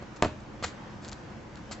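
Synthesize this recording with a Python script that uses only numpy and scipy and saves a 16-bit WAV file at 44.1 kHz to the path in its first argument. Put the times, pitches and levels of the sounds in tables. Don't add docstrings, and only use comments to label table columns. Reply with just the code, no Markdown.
import sys
import numpy as np
from scipy import signal
from scipy.fft import rfft, irfft
from scipy.io import wavfile
from scipy.ndimage import uniform_filter1d

SR = 44100
rng = np.random.default_rng(int(sys.argv[2]) if len(sys.argv) > 2 else 0)


def master_out(mix):
    frames = np.transpose(np.atleast_2d(mix))
    ceiling = np.clip(frames, -1, 1)
    pcm = np.round(ceiling * 32767).astype(np.int16)
    wavfile.write(sys.argv[1], SR, pcm)


N = 79380


def amp(db):
    return 10 ** (np.asarray(db) / 20)


def unit(x):
    return x / np.sqrt(np.mean(x ** 2) + 1e-20)


def read(points, hz):
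    f, value = np.transpose(points)
    return np.interp(np.log(hz + 1), np.log(f + 1), value)


def add(mix, at_s, sound):
    part = mix[max(round(at_s * SR), 0):][:len(sound)]
    part += sound[:len(part)]


def bins(size):
    return np.fft.rfftfreq(size, 1 / SR)


def click(colour=((0, 0), (SR, 0)), bright_hz=SR, size=4096):
    hz = abs(np.fft.fftfreq(size, 1 / SR))
    log_gain = np.log(amp(read(colour, hz))) - .5 * np.log1p((hz / bright_hz) ** 4)
    spectrum = np.exp(np.conj(signal.hilbert(log_gain)))
    return np.fft.ifft(spectrum).real[:size // 2]


def low_pass(x, edge_hz):
    taps = signal.firwin(401, edge_hz, window=("kaiser", 8), fs=SR)
    return signal.oaconvolve(x, taps[None], "same", axes=1)


def stereo_pair(a, b, hz):
    # (frequency [Hz], left-right coherence [0..1])
    coherence = [(30, .93), (100, 0.92), (250, 0.83), (1000, 0.42), (2500, 0.25), (7000, 0.4)]
    same = read(coherence, hz)
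    mid, side = np.sqrt((1 + same) / 2) * a, np.sqrt((1 - same) / 2) * b
    return np.array([mid + side, mid - side])


def traffic(size=2048):
    # (frequency [Hz], relative density [dB])
    colour = [(15, -55.5), (25, -8.5), (128, -3.5), (152, -5), (167, -8.5), (217, -3.5), (263, -10),
              (343, -6.5), (416, -14.5), (529, -9.5), (641, -16), (876, -14), (1320, -18), (1760, -20),
              (3890, -32), (6440, -34.5), (7800, -41), (10100, -81), (17200, -120)]
    # (time [s], level [dB])
    swell = [(0, 0.5), (.12, 0), (.38, -1), (.55, -0.5), (.68, 1), (.85, 2.5), (1.02, -1), (1.25, 1),
             (1.48, -1), (1.64, 0), (1.8, 1.5)]
    # (frequency [Hz], share [0..1])
    depth = [(200, 0), (400, 0.81), (1600, 1), (4000, 1), (7000, .3)]
    level_db, patch_rms_db, edge_hz = -44.5, 1.54, 7950
    hop, hz = size // 4, bins(size)
    re_a, im_a, re_b, im_b, patches = rng.standard_normal((5, N // hop + 5, len(hz)))
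    patches = uniform_filter1d(patches, size=8, axis=0)
    patches = unit(uniform_filter1d(patches, size=8, axis=1))
    frame_s = np.arange(len(patches)) * hop / SR
    swell_db = np.interp(frame_s, *np.transpose(swell))[:, None] * read(depth, hz)
    noise = stereo_pair(re_a + 1j * im_a, re_b + 1j * im_b, hz)
    frames = noise * amp(read(colour, hz) + patch_rms_db * patches + swell_db)
    roar = signal.istft(frames.transpose(0, 2, 1), nperseg=size, noverlap=size - hop)[1][:, :N]
    return amp(level_db) * unit(low_pass(roar, edge_hz))


def engine_drone():
    # (centre [Hz], width [Hz], level [dB])
    bands = [(118.7, 27, -61), (210, 19.3, -56), (300.6, 43, -60)]
    hz = bins(N)
    noise = stereo_pair(*rfft(rng.standard_normal((2, N))), hz)
    out = np.zeros((2, N))
    for centre_hz, width_hz, db in bands:
        band = np.exp(-2 * ((hz - centre_hz) / width_hz) ** 2)
        out += amp(db) * unit(irfft(noise * band, N))
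    return out


def street_echo(source, delay_s=.006):
    # (frequency [Hz], T60 [s])
    decay = [(100, 0.28), (400, 0.33), (1200, 0.31), (3000, 0.36), (7500, 0.25)]
    # (frequency [Hz], gain [dB])
    colour = [(100, -10.5), (400, -15), (1200, -17), (3000, -10.5), (7500, -15)]
    hz, t, noise = signal.stft(rng.standard_normal((2, SR // 2)), SR, nperseg=256)
    hz = hz[:, None]
    frames = stereo_pair(*noise, hz) * amp(-60 * t / read(decay, hz))
    tail = signal.istft(frames, SR)[1]
    tail *= np.arange(tail.shape[1]) / SR > delay_s
    sent = signal.fftconvolve(source, click(colour))
    return signal.fftconvolve(sent[None], tail / np.linalg.norm(tail[0]), axes=1)[:, :N]


def first_reflections(source):
    # (delay [s], gain [ratio])
    paths = [(.003, 0.18), (.0128, 0.1)]
    dulled = signal.fftconvolve(source, click(bright_hz=1530))
    out = np.zeros(N)
    for delay_s, gain in paths:
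        add(out, delay_s, gain * dulled)
    return out


def grit(decay_s=0.00029):
    # (time [s], relative level [dB])
    cracks = [(0.626, -21), (0.6439, -8.5), (1.0482, -17.5), (1.0812, -25), (1.0868, -19), (1.093, -24),
              (1.0950, -19.5), (1.1172, -20), (1.1308, -19), (1.557, -25.5), (1.727, -21)]
    # (frequency [Hz], gain [dB])
    colour = [(200, -21.5), (1500, -17), (3000, -0.5), (4500, 4.5), (6000, 0), (7400, 3), (8100, -16)]
    out, t = np.zeros(N), np.arange(SR // 100) / SR
    for at_s, db in cracks:
        crack = rng.standard_normal(len(t)) * np.exp(-t / decay_s)
        add(out, at_s, amp(db) * crack / np.linalg.norm(crack))
    return signal.fftconvolve(out, click(colour))[:N]


def scuffs(slips_per_s=7000, spread_db=4.5):
    # (start [s], peak [s], swell [dB], decay [s], level [dB], tilt [dB/octave])
    strokes = [(0.024, 0.023, 11, 0.0046, -46.5, 0), (0.161, 0.167, 7, .006, -45.5, 1),
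               (0.223, 0.229, 1, .028, -30, -4), (0.401, 0.404, 13, .005, -54.5, 3),
               (0.627, 0.646, 14.5, .007, -26.5, -2), (0.661, 0.649, 4, .025, -36.5, 2),
               (1.016, 1.056, 11.5, .014, -48.5, 0.5), (1.068, 1.094, 7, .007, -49.5, -1),
               (1.12, 1.125, 10, .009, -42, -0.5), (1.569, 1.574, 9, .008, -49.5, -2),
               (1.7115, 1.723, 4, .014, -38.5, 2.5)]
    # (frequency [Hz], relative level [dB])
    colour = [(80, -18.5), (300, -15), (500, -6.5), (800, -3), (1300, 3.5), (2300, -3.5), (3300, -6),
              (4300, -3), (5800, -9), (7400, -4.5), (8100, -17)]
    out, t = np.zeros(N), np.arange(N) / SR
    for start_s, peak_s, swell_db, decay_s, db, tilt_db in strokes:
        sizes = amp(spread_db * np.minimum(rng.exponential(1, N), 3))
        slips = sizes * rng.choice([-1., 1.], N) * (rng.random(N) < slips_per_s / SR)
        tilted = [(hz, band_db + tilt_db * np.log2(hz / 2000)) for hz, band_db in colour]
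        scrape = unit(signal.fftconvolve(slips, click(tilted))[:N])
        rise = (t > start_s) * amp(np.interp(t, [start_s, peak_s], [-swell_db, 0]))
        fall = np.exp(-np.maximum(t - peak_s, 0) / decay_s)
        out += amp(db) * rise * fall * scrape
    return out


def thumps(pitch_hz=84.9, rise_s=0.007):
    # (time [s], level [dB], T60 [s])
    landings = [(0.229, -27.5, 0.41), (0.645, -30, .16)]
    out, t = np.zeros(N), np.arange(SR) / SR
    boom = (1 - np.exp(-t / rise_s)) * np.sin(2 * np.pi * pitch_hz * t)
    for at_s, db, t60_s in landings:
        add(out, at_s, amp(db - 60 * t / t60_s) * boom)
    return out


def slaps(pulse_db=13):
    # (time [s], gain [dB], low-pass corner [Hz])
    contacts = [(0.0244, -16.5, 605), (0.2248, 2, 8050), (0.2346, -4, 1400), (0.2374, -10, 907),
                (0.2482, -8.5, 4500), (0.2508, -3, 600), (0.2601, -5, 650), (0.6258, -14, 900),
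                (0.655, -25, 500), (1.1240, -30, 700), (1.712, -19, 1210)]
    # (frequency [Hz], relative level [dB])
    colour = [(40, -20.5), (120, 4.5), (250, 2), (650, -2), (1200, -3), (2000, -3.5), (3500, -11.5),
              (5700, -19), (7400, -9.5), (8100, -16.5)]
    # (frequency [Hz], relative level [dB], T60 [s])
    modes = [(223, -39, 0.16), (291.8, -31, 0.065), (430, -37.5, .13), (615, -30, 0.047),
             (722, -22.5, 0.038), (908, -27, 0.049), (1020, -30.5, .04), (1187, -23, 0.048)]
    out, t = np.zeros(N), np.arange(SR // 4) / SR
    blow = sum(amp(db - 60 * t / t60_s) * np.sin(2 * np.pi * hz * t) for hz, db, t60_s in modes)
    add(blow, 0, amp(pulse_db) * click(colour))
    for at_s, db, bright_hz in contacts:
        add(out, at_s, amp(db) * signal.fftconvolve(blow, click(bright_hz=bright_hz)))
    return out


def lean_left(stereo):
    # (frequency [Hz], left minus right [dB])
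    balance = [(200, 0), (1000, -0.5), (2000, -1.5), (4500, 5), (7500, 2.5)]
    # (frequency [Hz], left lead [rad])
    lead = [(100, .03), (500, .15), (1000, 0.37), (2000, 0.45), (4000, 0.4), (7500, .3)]
    hz = bins(N)
    left = amp(read(balance, hz) / 2) * np.exp(.5j * read(lead, hz))
    return irfft(rfft(stereo) * np.array([left, 1 / left]), N)


def scene():
    hits = slaps()
    feet = hits + first_reflections(hits) + thumps() + scuffs() + grit()
    side = .25 * scuffs()
    direct = lean_left(np.array([feet + side, feet - side]))
    return direct + street_echo(feet) + traffic() + engine_drone()


def record(dry):
    return low_pass(dry, edge_hz=8100)


dry = scene()
out = record(dry)
master_out(out)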